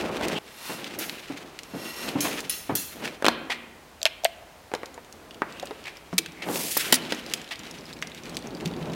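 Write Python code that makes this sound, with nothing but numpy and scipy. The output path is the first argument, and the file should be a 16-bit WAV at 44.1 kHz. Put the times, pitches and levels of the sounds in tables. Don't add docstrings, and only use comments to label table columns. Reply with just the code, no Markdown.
import sys
import numpy as np
from scipy import signal
from scipy.fft import rfft, irfft
from scipy.io import wavfile
from scipy.ndimage import uniform_filter1d

SR = 44100
rng = np.random.default_rng(int(sys.argv[2]) if len(sys.argv) > 2 else 0)


def int16_out(signal):
    q = np.round(np.clip(np.atleast_2d(signal).T, -1, 1) * 32767)
    wavfile.write(sys.argv[1], SR, q.astype(np.int16))


N = 394686
TIME_S = np.arange(N) / SR
AGE_S = TIME_S[:SR]

# freq_hz, level_db
RUSTLE_SPECTRUM = [(1300, 1), (2600, 4.5), (3800, -1), (15000, -21)]
# freq_hz, level_db
SCRAPE_SPECTRUM = [(700, -5.5), (1400, -7), (2000, 4.5), (3600, -3.5), (15000, -30.5)]


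def wheels(path, rumble_trim_db, grit_trim_db, tilt_db_per_oct, cavity_trim_db, flicker_db):
    rumble_spectrum = [(40, -10), (115, -7), (165, -2.5), (310, 2.5), (760, -6.5), (2500, -25)]  # freq_hz, level_db
    cavity_modes = [(164.4, 17, 5), (231.6, 15, 0.5)]
    rumble_gain, grit_gain = gain_curves(path)
    drum = colour(grains(2500, 2.0), tilted(rumble_spectrum, tilt_db_per_oct))
    hollow = sum(from_db(db + cavity_trim_db) * resonate(drum, hz, hz / width_hz)
                 for hz, width_hz, db in cavity_modes)
    crackle = rms_one(colour(grains(3000, 3.2), RUSTLE_SPECTRUM)) * from_db(flicker_db * drift(64))
    rumble = rms_one((drum + hollow) * from_db(1.44 * drift(24)))
    return from_db(rumble_trim_db) * rumble_gain * rumble + from_db(grit_trim_db) * grit_gain * crackle


def wheel_squeak():
    squeak = (.352, -34, .035, 2950)  # start_s, level_db, length_s, pitch_hz
    start_s, db, length_s, hz = squeak
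    spectrum = [(hz * .75, -14), (hz, 0), (hz * 1.3, -14)]
    out = np.zeros(N)
    add(out, start_s, from_db(db) * chatter(length_s, .004, spectrum))
    return out


def knocks(thud_trim_db=-3.5, crack_trim_db=-1.5, reference_db=-17, shift_oct_per_db=-0.06):
    blows = [(0.2107, -16, -30), (3.2242, -15.5, -30), (3.2455, -7, -18.5), (3.254, -16, -15),
             (3.265, -8.5, -10.5), (3.2835, -6, -9.5), (3.499, -28, -35), (4.717, -23.5, -47),
             (4.738, -13.5, -26.5), (4.750, -22, -26), (4.833, -20.5, -46), (4.978, -27, -62),
             (5.4199, -8, -38), (5.629, -22, -39), (5.709, -20, -35), (6.129, -20.5, -38),
             (6.488, -26, -32), (6.558, -21.5, -23), (6.769, -16.5, -36), (6.928, -10, -24),
             (7.123, -14, -17)]
    shell_modes = [(321, -16, 0.073), (456, -10.5, 0.027), (590, -3, 0.025), (1033, 2, 0.0049),
                   (1730, -4, 0.0061)]
    radiation = signal.butter(2, 280, "high", fs=SR, output="sos")
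    out = np.zeros(N)
    for start_s, thud_db, crack_db in blows:
        excess_db = thud_db - reference_db
        modes = [(hz * 2 ** (shift_oct_per_db * excess_db), db + 0.7 * excess_db * np.log2(hz / 800), t60_s)
                 for hz, db, t60_s in shell_modes]
        contents = colour(noise_burst(0.08), [(250, 1), (800, 12.8), (1800, 8.7)])
        thud = signal.sosfilt(radiation, ring(modes, spread_db=4) + from_db(-12) * contents)
        crack = snap(3030, t60_s=0.026, falloff_db=12, ripple_db=2.5)
        add(out, start_s, from_db(thud_db + thud_trim_db) * thud)
        add(out, start_s, from_db(crack_db + crack_trim_db) * crack)
    return out


def booms(attack_s=0.0038):
    jolts = [(3.266, -22.5, 236, 0.27), (4.751, -23, 436, 0.064), (5.629, -19, 565, 0.031),
             (5.709, -22.5, 436, 0.056), (6.129, -24.5, 185, 0.13), (6.188, -26.5, 330, 0.097),
             (6.927, -15, 256, 0.076), (7.122, -29, 230, 0.23), (8.655, -23, 169, 0.17)]
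    out = np.zeros(N)
    for start_s, db, hz, t60_s in jolts:
        modes = [(hz, db, t60_s), (1.32 * hz, db + 1.5, t60_s / 2), (2.2 * hz, db - 6, t60_s / 2)]
        add(out, start_s, ring(modes, spread_db=1.5) * rise(attack_s) * from_db(2 * drift(72)[:SR]))
    return out


def footsteps(thud_trim_db=-7, note_trim_db=-1.5, heel_trim_db=-7, landing_s=0.0018):
    steps = [(0.694, -27.5, -33, 217, -29), (1.299, -31, -27.5, 283, -36), (1.735, -25.5, -33, 205, -44),
             (2.153, -21.5, -16.5, 277, -32), (2.245, -31, -31, 304, -23.5), (2.693, -21, -19, 271.5, -24)]
    thud_spectrum = [(110, -5), (280, -1), (470, -7), (2200, -28)]  # freq_hz, level_db
    heel_spectrum = [(400, -3.5), (750, 0), (3000, -18.5)]  # freq_hz, level_db
    landing = rise(landing_s)
    out = np.zeros(N)
    for start_s, thud_db, note_db, hz, heel_db in steps:
        thud = with_energy(colour(landing * noise_burst(0.32), thud_spectrum), 0.031)
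        note = landing * ring([(hz, 0, 0.13), (1.06 * hz, -14, 0.62)], spread_db=3)
        heel = with_energy(colour(landing * noise_burst(0.19), heel_spectrum), 0.037)
        add(out, start_s, from_db(thud_db + thud_trim_db) * thud)
        add(out, start_s, from_db(note_db + note_trim_db) * note)
        add(out, start_s, from_db(heel_db + heel_trim_db) * heel)
    return out


def clinks(trim_db=-5.5, tail_db=-5, tail_t60_s=0.53):
    strikes = [(0.9885, -19, 13000), (2.2059, -13, 5400), (2.4954, -13, 10500), (2.7526, -11.5, 13300)]  # start_s, level_db, brightest_hz
    clink_spectrum = [(1400, -7), (3100, -3.5), (6500, 1), (8000, -4), (10300, -0.5), (16000, -5)]  # freq_hz, level_db
    out = np.zeros(N)
    for start_s, db, hz in strikes:
        strike = noise_burst(0.039)
        strike = strike + from_db(9) * resonate(strike, hz, q=11)
        tail = from_db(tail_db) * noise_burst(tail_t60_s)
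        clink = colour(strike + tail, clink_spectrum, ripple_db=4.2, ripple_bins=7)
        add(out, start_s, from_db(db + trim_db) * with_energy(metallic(clink, ring_db=-2.5), .0064))
    return out


def light_switch(pressed_hz=642, free_hz=672, let_go_s=4.2):
    clicks = [(4.0168, -29.5, 3600, -34), (4.030, -19, 4560, -30), (4.0547, -9.5, 3500, -13.5),
              (4.2368, -37, 4770, -22), (4.246, -17, 7340, -30), (4.251, -15, 3350, -6.5)]
    buzzes = [(4.057, -21, 0.011), (4.252, -26, 0.0086)]  # start_s, level_db, length_s
    out = np.zeros(N)
    for start_s, snap_db, snap_hz, box_db in clicks:
        hz = pressed_hz if start_s < let_go_s else free_hz
        box = colour(ring([(hz, 0, 0.031), (hz, -32, 0.25)], spread_db=0), [(560, 0), (900, 0)])
        spring = snap(snap_hz, t60_s=0.0057, falloff_db=15, ripple_db=5)
        add(out, start_s, from_db(snap_db) * spring + from_db(box_db) * box)
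    for start_s, db, length_s in buzzes:
        add(out, start_s, from_db(db) * chatter(length_s, 0.0046, SCRAPE_SPECTRUM, ripple_db=-1.5))
    return out


def handle_latch(release_s=0.004):
    bursts = [(6.18, -12.5, 0.0036, -0.5), (6.769, -16.5, 0.0048, 9), (6.791, -28, 0.025, -3),
              (6.9235, -10, 0.005, -0.1), (6.937, -19.5, 0.021, 1)]
    catch_spectrum = [(1350, -8.5), (1900, 3), (4600, 1.5), (16000, -5.5)]  # freq_hz, level_db
    out = np.zeros(N)
    for start_s, db, length_s, tilt_db_per_oct in bursts:
        spectrum = tilted(catch_spectrum, tilt_db_per_oct)
        add(out, start_s, from_db(db) * chatter(length_s, release_s, spectrum, ripple_db=3))
    return out


def handle_slide():
    pull = [(6.46, -47), (6.56, -31), (6.66, -31.5), (6.78, -30.5), (6.91, -40.5)]  # time_s, level_db
    tube_spectrum = [(2000, -2.5), (12500, -2), (16000, -7)]  # freq_hz, level_db
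    hiss = colour(grains(6000, 2.9), tube_spectrum, ripple_db=0.4) * from_db(1.7 * drift(110))
    return gain_curves(pull)[0] * rms_one(hiss)


def handle_rub(stage_q=5.5, swell_s=0.037):
    rubs = [(5.52, 0.16, -52, 2690), (6.383, 0.055, -48, 2140)]  # start_s, length_s, level_db, pitch_hz
    out = np.zeros(N)
    for start_s, length_s, db, hz in rubs:
        friction = resonate(resonate(rng.standard_normal(N), hz, stage_q), hz, stage_q)
        out += swells([(start_s, length_s, db)], swell_s, swell_s)[0] * rms_one(friction)
    return out


def fittings(tick_trim_db=-6, t60_s=0.03, size_range_db=10.5):
    ticks = [(0.284, -19.5, 4500), (0.844, -22, 3060), (1.0962, -18, 3070), (1.5902, -23, 3250),
             (1.634, -30.5, 5000), (2.0892, -20.5, 2860), (2.4052, -23, 5250), (3.077, -20, 2420),
             (4.8585, -29.5, 4470), (5.598, -24.5, 3560), (5.6565, -32, 7500), (6.261, -22.5, 2940),
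             (7.3374, -10, 4400), (8.0249, -15, 2100), (8.369, -17, 4300), (8.6581, -19, 3520)]
    jiggles = [(4.899, 6.899, 9.5, -45.5), (6.9, 8.95, 29, -44.5)]  # start_s, end_s, ticks_per_s, lowest_db
    out = np.zeros(N)
    for start_s, db, hz in ticks:
        add(out, start_s, from_db(db + tick_trim_db) * snap(hz, t60_s, falloff_db=11, ripple_db=2))
    for start_s, end_s, per_s, db in jiggles:
        for slot_s in np.arange(start_s, end_s, 1 / per_s):
            lag, size, pitch_oct = rng.random(3)
            tick = snap(3200 * 2 ** pitch_oct, t60_s, falloff_db=14.5, ripple_db=4.5)
            add(out, min(slot_s + lag / per_s, TIME_S[-1]), from_db(db + size_range_db * size) * tick)
    return out


def scrapes(release_s=0.016):
    drags = [(3.501, -26, 0.018), (5.853, -37, 0.034), (6.42, -32.5, 0.0084), (7.508, -30.5, 0.0091)]  # start_s, level_db, length_s
    out = np.zeros(N)
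    for start_s, db, length_s in drags:
        add(out, start_s, from_db(db) * chatter(length_s, release_s, SCRAPE_SPECTRUM))
    return out


def sole_slides(trim_db=7, attack_s=0.091, release_s=0.061):
    slides = [(0.67, 0.062, -44.5, -7), (1.853, 0.045, -46.5, 4), (1.99, 0.068, -45.5, 4)]  # start_s, length_s, level_db, ring_db
    sole_spectrum = [(900, -0.5), (4200, -3), (7000, -8), (12000, -10), (16000, -15)]  # freq_hz, level_db
    out = np.zeros(N)
    for start_s, length_s, db, ring_db in slides:
        hiss = colour(grains(5000, 1.8), sole_spectrum, ripple_db=2, ripple_bins=7)
        gain, = swells([(start_s, length_s, db + trim_db)], attack_s, release_s)
        out += gain * rms_one(metallic(hiss, ring_db))
    return out


def carrying(rustle_trim_db=-3, rest_start_s=3.12, rest_end_s=5.5, attack_s=0.051, release_s=0.075):
    sways = [(0.80, 0.33, -43, -40), (1.37, 0.12, -49, -45.5), (1.76, 0.12, -41.5, -44),
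             (2.04, 0.081, -37.5, -36.5), (2.24, 0.15, -36.5, -33.5), (3.03, 0.022, -34.5, -36),
             (5.14, 0.57, -50, -65), (6.48, 0.12, -34, -48), (6.80, 0.34, -42, -34),
             (7.27, 0.14, -44.5, -43)]
    shell_spectrum = [(70, -33.5), (150, -3.5), (320, -0.5), (700, -7), (2000, -21)]  # freq_hz, level_db
    shell_gain, rustle_gain = swells(sways, attack_s, release_s)
    moving, = swells([(0, rest_start_s, 0), (rest_end_s, TIME_S[-1], 0)], attack_s, release_s)
    shell_gain = np.hypot(shell_gain, from_db(-56) * moving)
    rustle_gain = np.hypot(rustle_gain, from_db(-52) * moving)
    shell = rms_one(colour(grains(3000, 3.6), shell_spectrum)) * from_db(1.7 * drift(22))
    rustle = rms_one(colour(grains(6100, 3.3), RUSTLE_SPECTRUM)) * from_db(4.7 * drift(56))
    return shell_gain * shell + from_db(rustle_trim_db) * rustle_gain * rustle


def garage_echo(x, wet_db=-14.5, build_up_s=0.0021):
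    decay_times = [(200, 1.4), (2500, 0.78), (6000, 0.2), (14000, 0.22)]  # freq_hz, t60_s
    echo_spectrum = [(150, 0), (900, -8.5), (2500, -1), (6000, -3.5), (15000, -2)]  # freq_hz, level_db
    edges_hz = np.geomspace(80, 18000, 25)
    tail = np.zeros(SR)
    for low_hz, high_hz in zip(edges_hz, edges_hz[1:]):
        band = signal.butter(2, [low_hz, high_hz], "band", fs=SR, output="sos")
        tail += signal.sosfilt(band, noise_burst(at_hz(decay_times, np.sqrt(low_hz * high_hz))))
    tail = with_energy(colour(tail * rise(build_up_s), echo_spectrum), 1 / SR)
    return from_db(wet_db) * signal.fftconvolve(x, tail)[:N]


def room_air(level_db=-51):
    air_spectrum = [(40, -11.5), (80, -10.5), (130, -12.5), (800, -11.5), (3000, -21.5), (16000, -34)]  # freq_hz, level_db
    return from_db(level_db) * rms_one(colour(rng.standard_normal(N), air_spectrum))


def garage_drone(level_db=-63, full_at_s=2.1, fade_s=0.5):
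    drone_spectrum = [(35, -8), (75, 0), (120, -11)]  # freq_hz, level_db
    fade_in = np.clip((TIME_S - full_at_s) / fade_s + 1, 0, 1)
    return from_db(level_db) * fade_in * rms_one(colour(rng.standard_normal(N), drone_spectrum))


def metallic(x, ring_db, q=120):
    partials = [(1930, 9.5), (2740, 10.5), (4190, 6), (5490, 5.5), (6400, 2), (9250, 1), (10100, -7),
                (11420, 4.5), (13100, 1.5), (15200, -3)]
    return x + sum(from_db(db + ring_db) * resonate(x, hz, q) for hz, db in partials)


def snap(hz, t60_s, falloff_db, ripple_db, rattle_db=-1.5):
    hump = [(hz / 4, -2 * falloff_db), (hz / 2, -falloff_db / 2), (hz, 0),
            (hz * 2, -falloff_db), (hz * 8, -3 * falloff_db)]
    contact = from_db(rattle_db) * with_energy(noise_burst(t60_s), 1 / SR)
    contact[0] += 1
    return with_energy(colour(contact, hump, ripple_db), .002)


def chatter(length_s, release_s, spectrum, ripple_db=0, uneven_db=3.5, attack_s=0.0015):
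    release = np.exp(-np.maximum(AGE_S - length_s, 0) / release_s)
    envelope = rise(attack_s) * release * from_db(uneven_db * drift(500)[:SR])
    contacts = colour(rng.standard_normal(SR) * envelope, spectrum, ripple_db)
    return with_energy(contacts, length_s + release_s / 2)


def ring(modes, spread_db):
    return sum(from_db(db + rng.normal(0, spread_db) - 60 * AGE_S / t60_s) * np.sin(2 * np.pi * hz * AGE_S)
               for hz, db, t60_s in modes)


def grains(per_s, spread_db):
    sizes = from_db(spread_db * np.minimum(rng.exponential(1, N), 4)) * rng.choice([-1, 1], N)
    return rms_one(sizes * (rng.random(N) < per_s / SR))


def noise_burst(t60_s):
    return rng.standard_normal(SR) * from_db(-60 * AGE_S / t60_s)


def colour(x, spectrum, ripple_db=0, ripple_bins=41, taps=4096):
    hz = np.maximum(np.arange(taps // 2 + 1) * SR / taps, 1)
    beyond_oct = np.abs(np.log2(hz / np.clip(hz, spectrum[0][0], spectrum[-1][0])))
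    ripple = uniform_filter1d(rng.standard_normal(len(hz)), ripple_bins)
    ripple = rms_one(uniform_filter1d(ripple, ripple_bins))
    db = at_hz(spectrum, hz) - np.minimum(24 * beyond_oct, 60) + ripple_db * np.minimum(ripple, 1.5)
    cepstrum = irfft(np.log(from_db(db)))[:taps // 2]
    cepstrum[0] /= 2
    impulse_response = irfft(np.exp(rfft(2 * cepstrum, taps)))
    return signal.fftconvolve(x, impulse_response)[:len(x)]


def resonate(x, hz, q):
    return signal.lfilter(*signal.iirpeak(hz, q, SR), x)


def tilted(spectrum, db_per_oct):
    return [(hz, db + db_per_oct * np.log2(hz / spectrum[0][0])) for hz, db in spectrum]


def at_hz(points, hz):
    freq_hz, values = np.transpose(points)
    return np.interp(np.log(hz), np.log(freq_hz), values)


def gain_curves(rows, fade_s=.02):
    time_s, *columns_db = np.transpose(rows)
    gate = np.interp(TIME_S, [time_s[0] - fade_s, time_s[0], time_s[-1], time_s[-1] + fade_s], [0, 1, 1, 0])
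    return [gate * from_db(np.interp(TIME_S, time_s, db)) for db in columns_db]


def swells(rows, attack_s, release_s):
    power = 0
    for start_s, length_s, *db in rows:
        before_s = np.maximum(start_s - TIME_S, 0)
        after_s = np.maximum(TIME_S - start_s - length_s, 0)
        shape = np.exp(-before_s / attack_s - after_s / release_s)
        power = power + np.outer(from_db(db), shape + 1e-9) ** 2
    return np.sqrt(power)


def rise(attack_s):
    return 1 - np.exp(-AGE_S / attack_s)


def drift(rate_hz):
    return np.interp(TIME_S * rate_hz, np.arange(4000), rng.standard_normal(4000))


def from_db(db):
    return 10 ** (np.asarray(db) / 20)


def rms_one(x):
    return x / np.sqrt(np.mean(x ** 2) + 1e-20)


def with_energy(x, length_s):
    return x * np.sqrt(length_s * SR / np.sum(x ** 2))


def add(track, start_s, sound):
    start = max(round(start_s * SR), 0)
    track[start:start + len(sound)] += sound[:N - start]


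def scene(corridor_end_s=.388, close_send_db=-7.5):
    corridor_path = [(0.0, -31, -35.5), (0.09, -32.5, -43), (0.22, -27.5, -35), (0.385, -33, -37)]  # time_s, rumble_db, grit_db
    garage_path = [(7.6, -48, -41.5), (8.2, -50.5, -62), (8.26, -42.5, -37.5), (8.45, -40, -63),
                   (8.65, -37.5, -51.5), (8.95, -35, -52)]
    corridor = wheels(corridor_path, rumble_trim_db=-1, grit_trim_db=-2.5, tilt_db_per_oct=1.5,
                      cavity_trim_db=-4, flicker_db=4)
    corridor = (corridor + wheel_squeak()) * (TIME_S < corridor_end_s)
    roll_off = wheels(garage_path, rumble_trim_db=2, grit_trim_db=-8, tilt_db_per_oct=-0.5,
                      cavity_trim_db=1, flicker_db=8)
    contacts = knocks() + booms() + fittings() + handle_slide() + handle_rub() + scrapes()
    close = light_switch() + handle_latch()
    echo = garage_echo(contacts + from_db(close_send_db) * close)
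    air = room_air()
    walking = carrying() + sole_slides() + footsteps() + clinks()
    return (corridor + roll_off + walking + contacts + close + echo + air + garage_drone())[None]


def record(dry, cutoff_hz=15850):
    lowpass = signal.ellip(10, .1, 70, cutoff_hz, fs=SR, output="sos")
    return signal.sosfilt(lowpass, np.clip(dry, -1, 1))


dry = scene()
out = record(dry)
int16_out(out)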